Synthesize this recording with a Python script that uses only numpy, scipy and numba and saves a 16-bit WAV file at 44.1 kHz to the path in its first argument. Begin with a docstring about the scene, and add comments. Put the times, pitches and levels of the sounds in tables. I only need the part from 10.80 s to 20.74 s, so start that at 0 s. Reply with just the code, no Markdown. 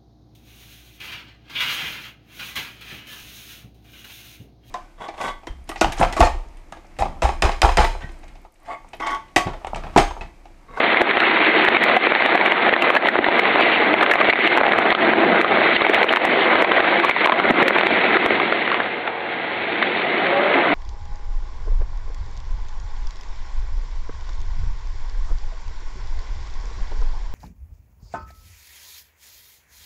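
"""A twin-shaft shredder chews plastic bags and bottles at the bottom of a steel hopper, heard from its rim.
Film crinkles and rips, packed plastic crunches and groans between the cutters, and stiff pieces snap; the drive whines through a lull.
A narrow-band recorder limits every snap, so the din ducks and swells back after it."""
import sys
import numpy as np
from scipy import signal
from scipy.fft import rfft, irfft
from scipy.io import wavfile
from scipy.ndimage import uniform_filter1d, minimum_filter1d
from numba import njit

SR = 44100
rng = np.random.default_rng(int(sys.argv[2]) if len(sys.argv) > 2 else 0)


def log_audio(samples):
    """Write samples as a 16-bit WAV file to the path given in sys.argv[1]."""
    # one column per channel
    frames = np.atleast_2d(samples).T
    # limit to full scale, then quantise
    limited = np.clip(frames, -1, 1)
    pcm = np.round(limited * 32767).astype(np.int16)
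    wavfile.write(sys.argv[1], SR, pcm)


N = 438353

# stiff pieces breaking: (s, level dB, ring of the piece Hz, length of the fracture ms, spit of treble dB; under -70 it is lost)
SNAPS = [(0.145, -3.5, 1860, 2.3, -71), (0.1711, -4.5, 2170, 2.5, -65), (0.216, 2, 790, 4, -43.5), (0.312, -2.5, 1920, 1, -60), (0.371, -3, 2120, 1.3, -86), (0.4028, -5.5, 1850, 1.7, -49),
         (.759, -18, 1900, 3.3, -62), (0.8495, -6.5, 1690, 1.7, -47), (0.886, -4.5, 1600, 2.8, -48), (0.9681, -1.5, 2150, 3.1, -60), (1.0386, -5.5, 2310, 1, -41),
         (1.0972, -10, 1140, 4.5, -60), (1.1659, 1.5, 745, 8.9, -49), (1.27, -4, 524, 4.4, -83), (1.3206, -2.5, 640, 2.5, -74), (1.351, 3, 1700, 2.3, -81),
         (1.358, -3, 820, 6.8, -81), (1.406, -9, 1160, 1.1, -85), (1.422, -6.5, 1620, 2.1, -85), (1.4608, -4, 2070, 1.8, -50), (1.552, 0, 756, 7.5, -51), (1.576, -5.5, 2000, 4.4, -79),
         (1.612, -3, 850, 2.5, -87), (1.6607, -11.5, 1940, 3.7, -47), (1.7212, -2.5, 790, 2.1, -51), (1.8939, -1.5, 1940, 2, -82), (1.927, -2.5, 584, 2.2, -85), (1.937, 0, 1870, 9.8, -76), (1.9635, 0.5, 1850, 1.5, -78),
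         (2.0216, -8, 2800, 6, -44.5), (2.1021, -2.5, 1030, 5.9, -48), (2.1514, -10, 2480, 2.2, -45), (2.164, 4, 1770, 11.6, -52),
         (2.2712, -10, 764, 0.89, -53), (2.286, 1.5, 1900, 4.8, -47), (2.355, -5, 470, 3.8, -82), (2.3877, 2, 344, 7, -74), (2.443, -4, 1980, 5.7, -76),
         (2.486, -1, 910, 1.1, -61), (2.5932, -1, 2080, 6.6, -45.5), (2.7576, -6, 640, 3.7, -89), (2.81, -8, 790, 2.2, -50), (3.024, -12.5, 596, 1, -79), (3.14, -4, 800, 3.5, -56),
         (3.2268, -4, 1217, 14, -46), (3.3126, -2, 1770, 10, -41.5), (3.337, -2, 1660, 3.4, -46), (3.3557, -1, 750, 2.1, -57),
         (3.4026, -10, 610, 1.8, -85), (3.411, -3.5, 1190, 7.4, -53), (3.4873, -4, 600, 1.2, -85), (3.497, 6, 2100, 14, -56), (3.527, 0, 2200, 1.2, -85), (3.534, 5, 2420, 2.4, -83), (3.5558, -1, 2060, 3, -80),
         (3.675, -1.5, 2720, 0.78, -48), (3.7742, -4.5, 875, 3.3, -44), 
         (3.782, -4.5, 824, 3, -85), (3.8115, -2, 646, 3.1, -83), (3.8332, -5, 680, 2.5, -83), (3.8522, -15, 664, 2.7, -88), (3.866, -4.5, 684, 2.2, -85), (3.88, -8.5, 716, 3, -85), (3.8902, -9.5, 805, 1.14, -60), (3.921, -6, 2100, 1.3, -85), (3.9345, -4, 1260, 2.4, -56),
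         (3.9866, -5, 1130, 1.2, -47), (4.1043, -5.5, 1880, 3, -56.5), (4.1258, 3, 1230, 0.85, -85), (4.1495, 1, 1330, 1.4, -68), (4.3347, -3, 1540, 2, -66),
         (4.6137, -2, 2350, 1.6, -45.5), (4.645, -3, 1050, 5.7, -75), 
         (4.772, -6, 670, 3.2, -84), (4.817, -9, 706, 2.4, -80), (4.9646, 0, 2870, 5, -86), (5.01, -11, 840, 2.5, -87), (5.0186, -5.5, 1080, 2.7, -85), (5.048, -7, 770, 4, -83), (5.066, -5.5, 635, 2.2, -86), (5.0964, -2.5, 480, 3.7, -47),
         (5.1455, -6, 2030, 1, -44), (5.219, -8, 824, 1.8, -85), (5.23, 0, 2250, 3.3, -52), (5.242, 1, 534, 3.8, -52), (5.291, -7.5, 2880, 3.4, -77),
         (5.327, -8, 2400, 2.6, -45.5), (5.336, 0, 1920, 1.7, -80), (5.36, -3, 1950, 3.5, -49), (5.3702, 3, 1030, 4.4, -55), (5.4507, -5, 864, 5.8, -42),
         (5.8223, -1.5, 560, 5.4, -44), (5.8457, 0, 950, 4.2, -89), (5.9183, -4.5, 1200, 1.6, -85), (6.0045, -1.5, 714, 0.58, -63), (6.1993, -3.5, 1470, 1.8, -53), (6.248, -3.5, 1030, 3.2, -43),
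         (6.2955, 4.5, 2240, 4, -45), (6.311, -1, 2210, 4.3, -75), (6.363, -9, 935, 2, -85), (6.4583, 4, 970, 3.7, -43), (6.472, 3, 1060, 2.4, -77),
         (6.4955, 4.5, 900, 3.7, -77), (6.52, 2.5, 930, 9.8, -64), (6.5997, 0.5, 1200, 1.27, -54), (6.707, -2.5, 304, 6.2, -48.5),
         (6.827, -2, 463, 2.9, -51), (6.881, -2, 1945, 4.4, -40.5), (6.9068, -0.5, 610, 1, -85), (6.964, -7, 885, 1.9, -85),
         (6.985, -6, 2030, 2.4, -53.5), (6.995, -13, 2090, 1.9, -83), (7.0105, -3, 1200, 1.3, -73), (7.0337, -4, 640, 3.1, -75),
         (7.0686, -3.5, 2190, 3, -50), (7.369, -3, 1300, 2.9, -66), (7.4614, -2, 1340, 2.2, -46), (7.505, -7.5, 564, 4.2, -77),
         (7.599, -13, 1050, 2.9, -83.5), (7.7235, -7.5, 1420, 3.9, -76), (7.8165, -17, 2050, 3.4, -85), (7.8769, -11.5, 1110, 1.2, -83), (7.902, -18, 1357, 2.5, -85), (7.916, -13, 1110, 3.5, -80),
         (7.9256, -15, 1290, 5.9, -80), (7.9437, -11.5, 1120, 0.8, -76), (8.002, -13.5, 1680, 3, -87), (8.276, -15.5, 835, 4.6, -83), (9.026, -9, 2080, 5.3, -84),
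         (9.0746, -22, 2170, 2.7, -88), (9.171, -26, 3600, 5, -88), (9.218, -18.5, 2330, 3, -88), (9.3799, -15.5, 2100, 3.8, -88), (9.4672, -16, 2030, 2.8, -88)]
# plastic rubbing on a cutter: (s, length s, first pitch Hz, last pitch Hz, level dB)
GROANS = [(1.83, 0.08, 362, 365, -26), (2.794, 0.046, 2330, 2250, -22), (3.085, 0.068, 300, 308, -21), (3.073, 0.08, 358, 349, -26), (3.1, 0.071, 637, 634, -21), (4.27, 0.067, 314, 340, -24),
          (4.396, 0.18, 337, 352.6, -25), (4.409, 0.04, 676, 680, -18), (4.472, 0.033, 480, 457, -23),
          (5.72, 0.13, 631, 680, -22.5), (6.16, 0.067, 838, 842, -23), (6.179, 0.053, 342, 346, -19), (6.747, 0.11, 349, 350, -24), (6.806, 0.086, 562, 545, -16),
          (9.44, .08, 552, 546, -23), (9.511, .11, 558, 566, -17.5), (9.591, .19, 590, 602, -21.5), (9.615, .085, 551, 560, -24), (9.53, 0.072, 770, 824, -21.5), (9.745, 0.077, 840, 857, -21), (9.743, 0.052, 277, 266, -18.5), (9.84, 0.085, 664, 694, -22), (9.886, 0.13, 287, 292, -19)]
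# colour of the hopper: (Hz, dB)
HOPPER = [(40, -25), (72, -23), (100, -18), (145, -19.5), (185, -7), (240, 2.5), (290, 1.5), (375, 6.5), (490, 2), (680, 4.5), (1000, 1), (1500, -1.5), (2080, 3.5), (2800, -7), (3600, -10), (4500, -20.5), (6000, -46)]
# motor and gear tones: (Hz, dB rms)
DRIVE = [(98, -55.5), (142, -53.5), (195, -52), (349.6, -45.5), (418.9, -46), (465, -40.5), (560.1, -42.5), (699.8, -44.5), (748.3, -41), (866.1, -41), (1432.9, -46), (1625.6, -41.5), (2120.6, -42), (2762, -46), (3273, -48.5)]
BAND_HZ, TOP_HZ = 4540, 15200  # fixed
TIME = np.arange(N) / SR
# slow level of the din as the hopper fills and empties: (s, lows dB, low mids dB, high mids dB, treble dB)
DIN = [(0, -22.5, -19.5, -21, -15), (.4, -22.5, -21, -20, -15.5), (.8, -20, -20.5, -20.5, -15), (1.1, -21.5, -19, -20.5, -15), (1.35, -24, -20.5, -21.5, -14.5), (1.65, -23, -18.5, -19, -16.5),
       (2.3, -23, -18.5, -20.5, -18.5), (2.9, -22.5, -19.5, -21, -16.5), (3.2, -21.5, -19.5, -21.5, -19), (3.4, -24, -18.5, -19.5, -19), (3.57, -21.5, -18, -19, -12.5), (3.67, -22, -21, -22.5, -13), (3.851, -23, -18.5, -20, -21), (4.15, -21.5, -17, -20, -17),
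       (4.45, -17, -17, -20, -20), (4.7, -21.5, -17, -21.5, -17), (4.95, -21, -20.5, -19.5, -15.5), (5.3, -23, -16.5, -22.5, -17.5), (5.8, -21.5, -18, -18, -17.5), (6.12, -24, -16, -20.5, -17),
       (6.35, -25.5, -25, -22.5, -15.5), (6.55, -24, -18, -19.5, -17.5), (6.63, -17.5, -16, -18.5, -16.5), (6.72, -18.5, -20.5, -21.5, -18.5), (7, -23, -20, -20.5, -16.5), (7.3, -22.5, -21, -21, -17), (7.55, -22.5, -22.5, -22.5, -18.5),
       (7.8, -27.5, -26, -28, -20.5), (8, -28, -23.5, -23.5, -23), (8.1, -29.5, -29, -29, -24.5), (8.3, -36, -27.5, -30, -29), (8.7, -32, -29, -29, -23), (9.1, -26.5, -25.5, -26.5, -20),
       (9.4, -24.5, -21, -24.5, -19.5), (9.75, -22.5, -20, -21.5, -19)]
GRAB_PER_S, GRAB_DB = 7.2, 0.26  # the hooks grab and slip: pace and depth
BRIGHTER_DB = -0.16  # tilt that a piece gains for each octave of its ring: slightly negative, so higher-ringing pieces come out a touch duller
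SPIT_LOW_HZ, SPIT_SOFT_HZ = 3360, 1200  # the spit starts here and falls off above here
# small bits that break around the big pieces: count, level under the piece and its spread, time scatter, range of rings, fracture length
BIT_COUNT, BIT_DB, BIT_SPREAD_DB, BIT_SCATTER_S, BIT_LOW_HZ, BIT_HIGH_HZ, BIT_MS = 70, -9, 4, .1, 564, 2630, 2.54
GENTLE_RING = 0.18  # the gentler the break, the more the piece's ring stands over the crack (dB per dB)
RING_WANDER = 0.16  # the ring is unsteady while the piece deforms (radians a sample)
# depth of the quick flurries of cracks; level of the popping creases against them
FLURRY_DB, POP_DB = 2.9, -7.0  # fixed
JAG_DB, JAG_PER_S = 3.5, 1400  # a crack runs in fits: their spread and pace
DULL_RATIO = 4.7  # a crack is dull above this multiple of the piece's ring
RING_DB, RING_FALL_DB, HOLLOW_HZ = -1.0, 0.4, 950  # ring over crack: strongest at the pitch of hollow bottles, less for each octave away
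RING_S = 0.00062  # the ring dies by 1/e in this time
# film ripping: (s, length s, level dB, ring of the sheet Hz)
TEARS = [(0.422, 0.16, -28, 2590), (.6, 0.094, -21, 2300), (0.742, 0.084, -24.5, 2880), (0.989, 0.086, -22, 2260), (1.6, 0.051, -42, 3000), (1.947, 0.074, -26, 2940), (2.802, 0.079, -19.5, 2300), (2.903, 0.078, -22, 2670),
         (3.59, .08, -32, 2150), (4.223, 0.11, -33, 2670), (4.912, 0.12, -26, 2990), (5.538, 0.15, -25, 2900), (6.297, 0.024, -15, 2230), (7.146, 0.15, -36, 2270)]
TEAR_PER_S, TEAR_DRIFT, TEAR_WIDTH_HZ = 430, 0.12, 680  # pace of the rips, drift of the ring as a share, its width
RING_WIDTH_SHARE, RING_WIDTH_SPREAD_DB = .42, 4  # width of the ring over its pitch; how pieces differ in damping
THIN_RATIO = .3  # a piece radiates little below this multiple of its ring
# hollow bottles buckling: (s, length s, level dB, ring of the bottle Hz)
CRUMPLES = [(1.59, 0.069, -19, 800), (2.62, .07, -29, 1030), (3.15, 0.057, -26, 1050), (3.335, 0.054, -22, 900), (3.77, .13, -26, 720), (4.42, .12, -24, 696), (6.225, 0.029, -20, 1160), (6.465, .04, -10, 956)]
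CRUMPLE_PER_S, CRUMPLE_DRIFT, CRUMPLE_WIDTH_HZ = 260, .1, 200  # pace of the buckles, drift of the ring as a share, its width
# level of the frame's low rumble: (s, dB)
RUMBLE = [(0, -48.5), (1.3, -50), (3.4, -44), (4.45, -36.5), (5.2, -44), (6.4, -44), (6.8, -38.5), (7.35, -39.5), (7.9, -46.5), (8.4, -51), (8.85, -43.5), (9.65, -41)]
RUMBLE_LOW_HZ, RUMBLE_HIGH_HZ, RUMBLE_DEEP_DB = 152, 240, -10  # main band of the rumble; level of the octave under it


def undb(db):
    """Decibels to gain."""
    return 10 ** (np.asarray(db) / 20)


def unit(x):
    """Scale to rms 1."""
    return x / np.sqrt(np.mean(x ** 2) + 1e-18)


def walk(rate):
    """Random levels held 1 / rate s and slewed twice; spread 1."""
    k = int(SR / rate)
    return unit(uniform_filter1d(uniform_filter1d(np.repeat(rng.standard_normal(N // k + 1), k), k), k)[:N])


def band(x, lo_hz, hi_hz, order=4):
    """Band-pass without delay, so that neighbouring bands add up evenly."""
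    return signal.sosfiltfilt(signal.butter(order, [lo_hz, hi_hz], "band", fs=SR, output="sos"), x)


def resonate(x, hz, width_hz):
    """One resonance, gain 1 at its centre."""
    return signal.lfilter(*signal.iirpeak(hz, hz / width_hz, fs=SR), x)


def hopper(x, tilt_db=0, size=4096):
    """Causal response with the hopper's colour, tilted around 1 kHz."""
    octave = np.log2(np.maximum(np.arange(size // 2 + 1) * SR / size, 1))
    hz, db = np.transpose(HOPPER)
    slope = np.clip(octave - np.log2(1000), -1.3, 1.3)  # fixed
    cepstrum = irfft(np.log(undb(np.interp(octave, np.log2(hz), db) + tilt_db * slope)))
    cepstrum[1:size // 2] *= 2
    cepstrum[size // 2 + 1:] = 0
    return signal.fftconvolve(x, irfft(np.exp(rfft(cepstrum))))[:len(x)]


def walls(x, wet_db, t60, count=8):
    """Dense short reflections between the steel walls, different for each place along the cutters."""
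    t = TIME[:SR // 6]
    place = np.repeat(rng.integers(count, size=N // 256 + 1), 256)[:N]  # fixed
    wet = 0
    for k in range(count):
        echoes = rng.standard_normal(len(t)) * undb(-60 * t / t60) * (t > .002)  # fixed
        wet = wet + signal.fftconvolve(x * uniform_filter1d(1. * (place == k), size=128), echoes / np.linalg.norm(echoes))[:N]
    return x + undb(wet_db) * wet


def clicks(rate, spread_db):
    """Random tiny fractures: many small ones, a few large."""
    size = undb(spread_db * np.minimum(rng.exponential(size=N), 5))  # fixed
    return unit((rng.random(N) < rate / SR) * size * rng.choice([-1, 1], N))


def folds(spread_db, ring_s, count=24000):
    """Buckling folds of film, each ticking at a pitch of its own."""
    when, pitch, size = rng.random((count, 3)).T
    t = TIME[:256]
    hz = 200 + 4000 * pitch  # fixed
    gain = undb(spread_db * np.minimum(-np.log(1 - size), 5)) * rng.choice([-1, 1], count)  # fixed
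    grains = gain[:, None] * np.sin(2 * np.pi * hz[:, None] * t) * np.exp(-t / ring_s)
    at = (when * N).astype(int)[:, None] + np.arange(len(t))
    return unit(np.bincount(at.ravel(), grains.ravel())[:N])


def chewing():
    """Broad cracks and pitched folds come in flurries as the hooks grab and slip; running light, they are even."""
    lows_db, mids_db, high_mids_db, treble_db = din_levels()
    load = np.minimum(undb(high_mids_db + 16.5), 1)
    cracks = clicks(rate=1500, spread_db=2.0) + undb(-7.0) * folds(spread_db=1.0, ring_s=0.00076)
    flurries = unit(cracks * undb(FLURRY_DB * load * (np.tanh(1.2 * walk(130)) + 0.16)))
    din = hopper(walls(flurries + undb(POP_DB) * load * pops(spread_db=9, cycles=1.4), wet_db=-5, t60=0.1))
    rumble = unit(band(din, 100, 430)) * undb(lows_db - 2.5 + 0.32 * walk(25))
    crunch = unit(band(din, 457, 833)) * undb(mids_db - 4.0 + 1.2 * load * walk(35))
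    tearing = unit(band(din, 843, 1664)) * undb(high_mids_db - 3.0 + 1.0 * load * walk(35))
    crinkle = unit(band(din, 1675, 7500)) * undb(treble_db - 3.5 + 0.2 * load * walk(35))
    return (rumble + crunch + tearing + crinkle) * undb(GRAB_DB * load * walk(GRAB_PER_S))


def snaps():
    """Big pieces and small bits break between the steel walls."""
    out = np.zeros(N + SR)
    for s, db, hz, ms in [row[:4] for row in SNAPS] + small_bits():
        snap, start = fracture(db, hz, ms), int(s * SR)
        out[start:start + len(snap)] += snap * undb(0.5)
    return walls(out[:N], wet_db=-8.5, t60=0.043)


def groans():
    """Stick and slip on a cutter: a short unsteady tone that glides as the plastic stretches."""
    out, waver, grip = np.zeros(N), walk(90), undb(2.0 * walk(50))
    for s, length, first_hz, last_hz, db in GROANS:
        at = slice(int(s * SR), int((s + length) * SR))
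        progress = (TIME[at] - s) / length
        hz = (first_hz + (last_hz - first_hz) * progress) * (1 + .01 * waver[at])  # fixed
        phase = 2 * np.pi * np.cumsum(hz) / SR
        swell = np.sqrt(np.abs(np.sin(np.pi * progress)))
        out[at] += undb(db) * swell * grip[at] * (np.sin(phase) + 0.22 * np.sin(2 * phase))
    return out


def drive():
    """Motor and gear teeth: steady when running light, jolted in speed under load."""
    strain = undb(din_levels()[0] + 21) ** 2
    turns = np.cumsum(1 + (.0015 + .025 * strain) * walk(15)) / SR
    return sum(undb(db - 0.9 + 1.4 * walk(12)) * np.sqrt(2) * np.sin(2 * np.pi * hz * turns) for hz, db in DRIVE)


def spits():
    """A gritty tick of treble at the height of each fracture, with a short tail, falling off towards the top."""
    power = np.zeros(N)
    for s, _, _, ms, db in SNAPS:
        at = slice(int(s * SR) - SR // 50, int(s * SR) + SR // 25)  # fixed
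        t = TIME[at] - s - ms / 3000  # fixed
        width = 0.0013 + .00006 * ms
        tail = (t > 0) * np.exp(-np.abs(t) / 0.0064) * undb(-29.5)
        power[at] += undb(db + 7.0) ** 2 * (np.exp(-np.abs(t) / width) + tail)
    grit = signal.sosfilt(signal.butter(1, SPIT_SOFT_HZ, fs=SR, output="sos"), clicks(rate=8600, spread_db=3.0))
    grit = signal.sosfilt(signal.butter(4, SPIT_LOW_HZ, "high", fs=SR, output="sos"), grit)
    return unit(grit) * np.sqrt(power) * undb(1.7 * walk(400))


def din_levels():
    """Levels of the lows, low mids, high mids and treble at every moment, dB."""
    s, *levels = np.transpose(DIN)
    return [np.interp(TIME, s, db) for db in levels]


def fracture(db, hz, ms):
    """A crack runs in fits through a stiff piece for a few milliseconds and rings it; db is its loudest moment."""
    t = TIME[:SR // 20]
    run = t / (ms / 1000)  # fixed
    fits = undb(JAG_DB * rng.standard_normal(len(t)))[(t * JAG_PER_S).astype(int)]
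    force = 1 / (1 + (run / 0.65) ** 6)
    crack = signal.sosfilt(signal.butter(2, min(DULL_RATIO * hz, SR / 3), fs=SR, output="sos"), force * fits * rng.standard_normal(len(t)))
    body = unit(hopper(signal.sosfilt(signal.butter(1, THIN_RATIO * hz, "high", fs=SR, output="sos"), crack), BRIGHTER_DB * np.log2(hz / 1300)))
    swing = signal.lfilter([1], [1, -np.exp(-1 / (RING_S * SR))], force * fits)
    ring = swing * np.sin(2 * np.pi * hz * t + RING_WANDER * np.cumsum(rng.standard_normal(len(t))))
    ring = unit(resonate(ring, hz, hz * RING_WIDTH_SHARE * undb(RING_WIDTH_SPREAD_DB * rng.uniform(-1.8, 1.5))))
    ring_db = RING_DB - RING_FALL_DB * abs(np.log2(hz / HOLLOW_HZ)) + GENTLE_RING * max(-db - 5, 0)
    snap = body + undb(ring_db) * ring
    return snap * undb(db) / np.sqrt(uniform_filter1d(snap ** 2, size=132).max())


def small_bits():
    """Rows (s, dB, Hz, ms) of lesser snaps that lead up to and follow the breaking of a big piece."""
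    rows = []
    for piece, when, size, ring, length in rng.random((BIT_COUNT, 5)):
        s, db = SNAPS[int(piece * len(SNAPS))][:2]
        rows.append((max(s + BIT_SCATTER_S * (2 * when - 1), 0), min(db, -2) + BIT_DB + BIT_SPREAD_DB * (2 * size - 1),
                     BIT_LOW_HZ * (BIT_HIGH_HZ / BIT_LOW_HZ) ** ring, BIT_MS * (.5 + length)))
    return rows


def tears():
    """Stretched film gives way in a ragged run of rips."""
    return walls(ragged_runs(TEARS, TEAR_PER_S, TEAR_DRIFT, TEAR_WIDTH_HZ), wet_db=-5.5, t60=0.045) * undb(-4.5)


def ragged_runs(rows, per_s, drift_share, width_hz):
    """Runs of tiny failures that all ring the same piece; its ring drifts as it deforms."""
    out, drift, t = np.zeros(N + SR), walk(30), TIME[:512]
    for s, length, db, hz in rows:
        rip, start = np.zeros(int(length * SR) + len(t)), int(s * SR)
        for when, size in rng.random((int(length * per_s), 2)):
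            at = int(when * length * SR)
            tick = np.sin(2 * np.pi * hz * (1 + drift_share * drift[start + at]) * t) * np.exp(-np.pi * width_hz * t)
            rip[at:at + len(t)] += tick * undb(9 * size) * np.sqrt(np.sin(np.pi * when))
        out[start:start + len(rip)] += unit(resonate(rip, hz, hz)) * undb(db)
    return out[:N]


def crumples():
    """A bottle caves in, buckle after buckle, with a hollow crunch."""
    return walls(ragged_runs(CRUMPLES, CRUMPLE_PER_S, CRUMPLE_DRIFT, CRUMPLE_WIDTH_HZ), wet_db=-1, t60=0.04) * undb(-3.5)


def pops(spread_db, cycles, count=2000):
    """Creases popping through: separate grains of a few cycles, each at a pitch of its own."""
    when, pitch, size = rng.random((count, 3)).T
    t = TIME[:512]
    turns = (1200 * 3 ** pitch)[:, None] * t  # fixed
    grains = undb(spread_db * size)[:, None] * np.sin(2 * np.pi * turns) * np.exp(-turns / cycles)
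    at = (when * N).astype(int)[:, None] + np.arange(len(t))
    return unit(np.bincount(at.ravel(), grains.ravel())[:N])


def rumble():
    """The frame shudders with the drag on the shafts."""
    body, deep = (unit(band(rng.standard_normal(N), lo, hi, order=2)) for lo, hi in ((RUMBLE_LOW_HZ, RUMBLE_HIGH_HZ), (72, 135)))
    return (body + undb(RUMBLE_DEEP_DB) * deep) * undb(np.interp(TIME, *np.transpose(RUMBLE)) + 1.5 * walk(9.5))


def scene():
    """Everything in the hopper, one channel."""
    return (chewing() + tears() + crumples() + snaps() + groans() + drive() + rumble())[None]


@njit
def follow(x, attack, release):
    """Peak follower: quick up, slow down."""
    out, e = np.empty(len(x)), 0.
    for i in range(len(x)):
        e += (x[i] - e) * attack if x[i] > e else -e * release
        out[i] = e
    return out


def limiter(x, ceiling_db, attack_s, release_s):
    """Turns down just ahead of each peak and recovers over some tens of milliseconds."""
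    peak = follow(np.abs(x), min(1 / (attack_s * SR), 1), 1 / (release_s * SR))
    ahead = -minimum_filter1d(-peak, size=25)
    return x / np.maximum(uniform_filter1d(ahead, size=25) / undb(ceiling_db), 1)


def round_off(x, knee, room):
    """Straight up to the knee, then saturating."""
    over = np.maximum(np.abs(x) - knee, 0)
    return x - np.sign(x) * (over - room * np.tanh(over / room))


def record(dry):
    """Narrow-band microphone and limiter; the peaks are rounded, and the treble spits on the sharpest snaps."""
    thin = signal.sosfilt(signal.butter(2, 60, "high", fs=SR, output="sos"), dry[0])
    loud = round_off(limiter(thin, ceiling_db=-4.5, attack_s=0.00013, release_s=0.053), knee=0.58, room=0.25)
    dull = signal.sosfiltfilt(signal.butter(16, BAND_HZ, fs=SR, output="sos"), loud)
    return signal.sosfilt(signal.ellip(8, .2, 70, TOP_HZ, fs=SR, output="sos"), dull + spits())[None]


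dry = scene()
out = record(dry)
log_audio(out)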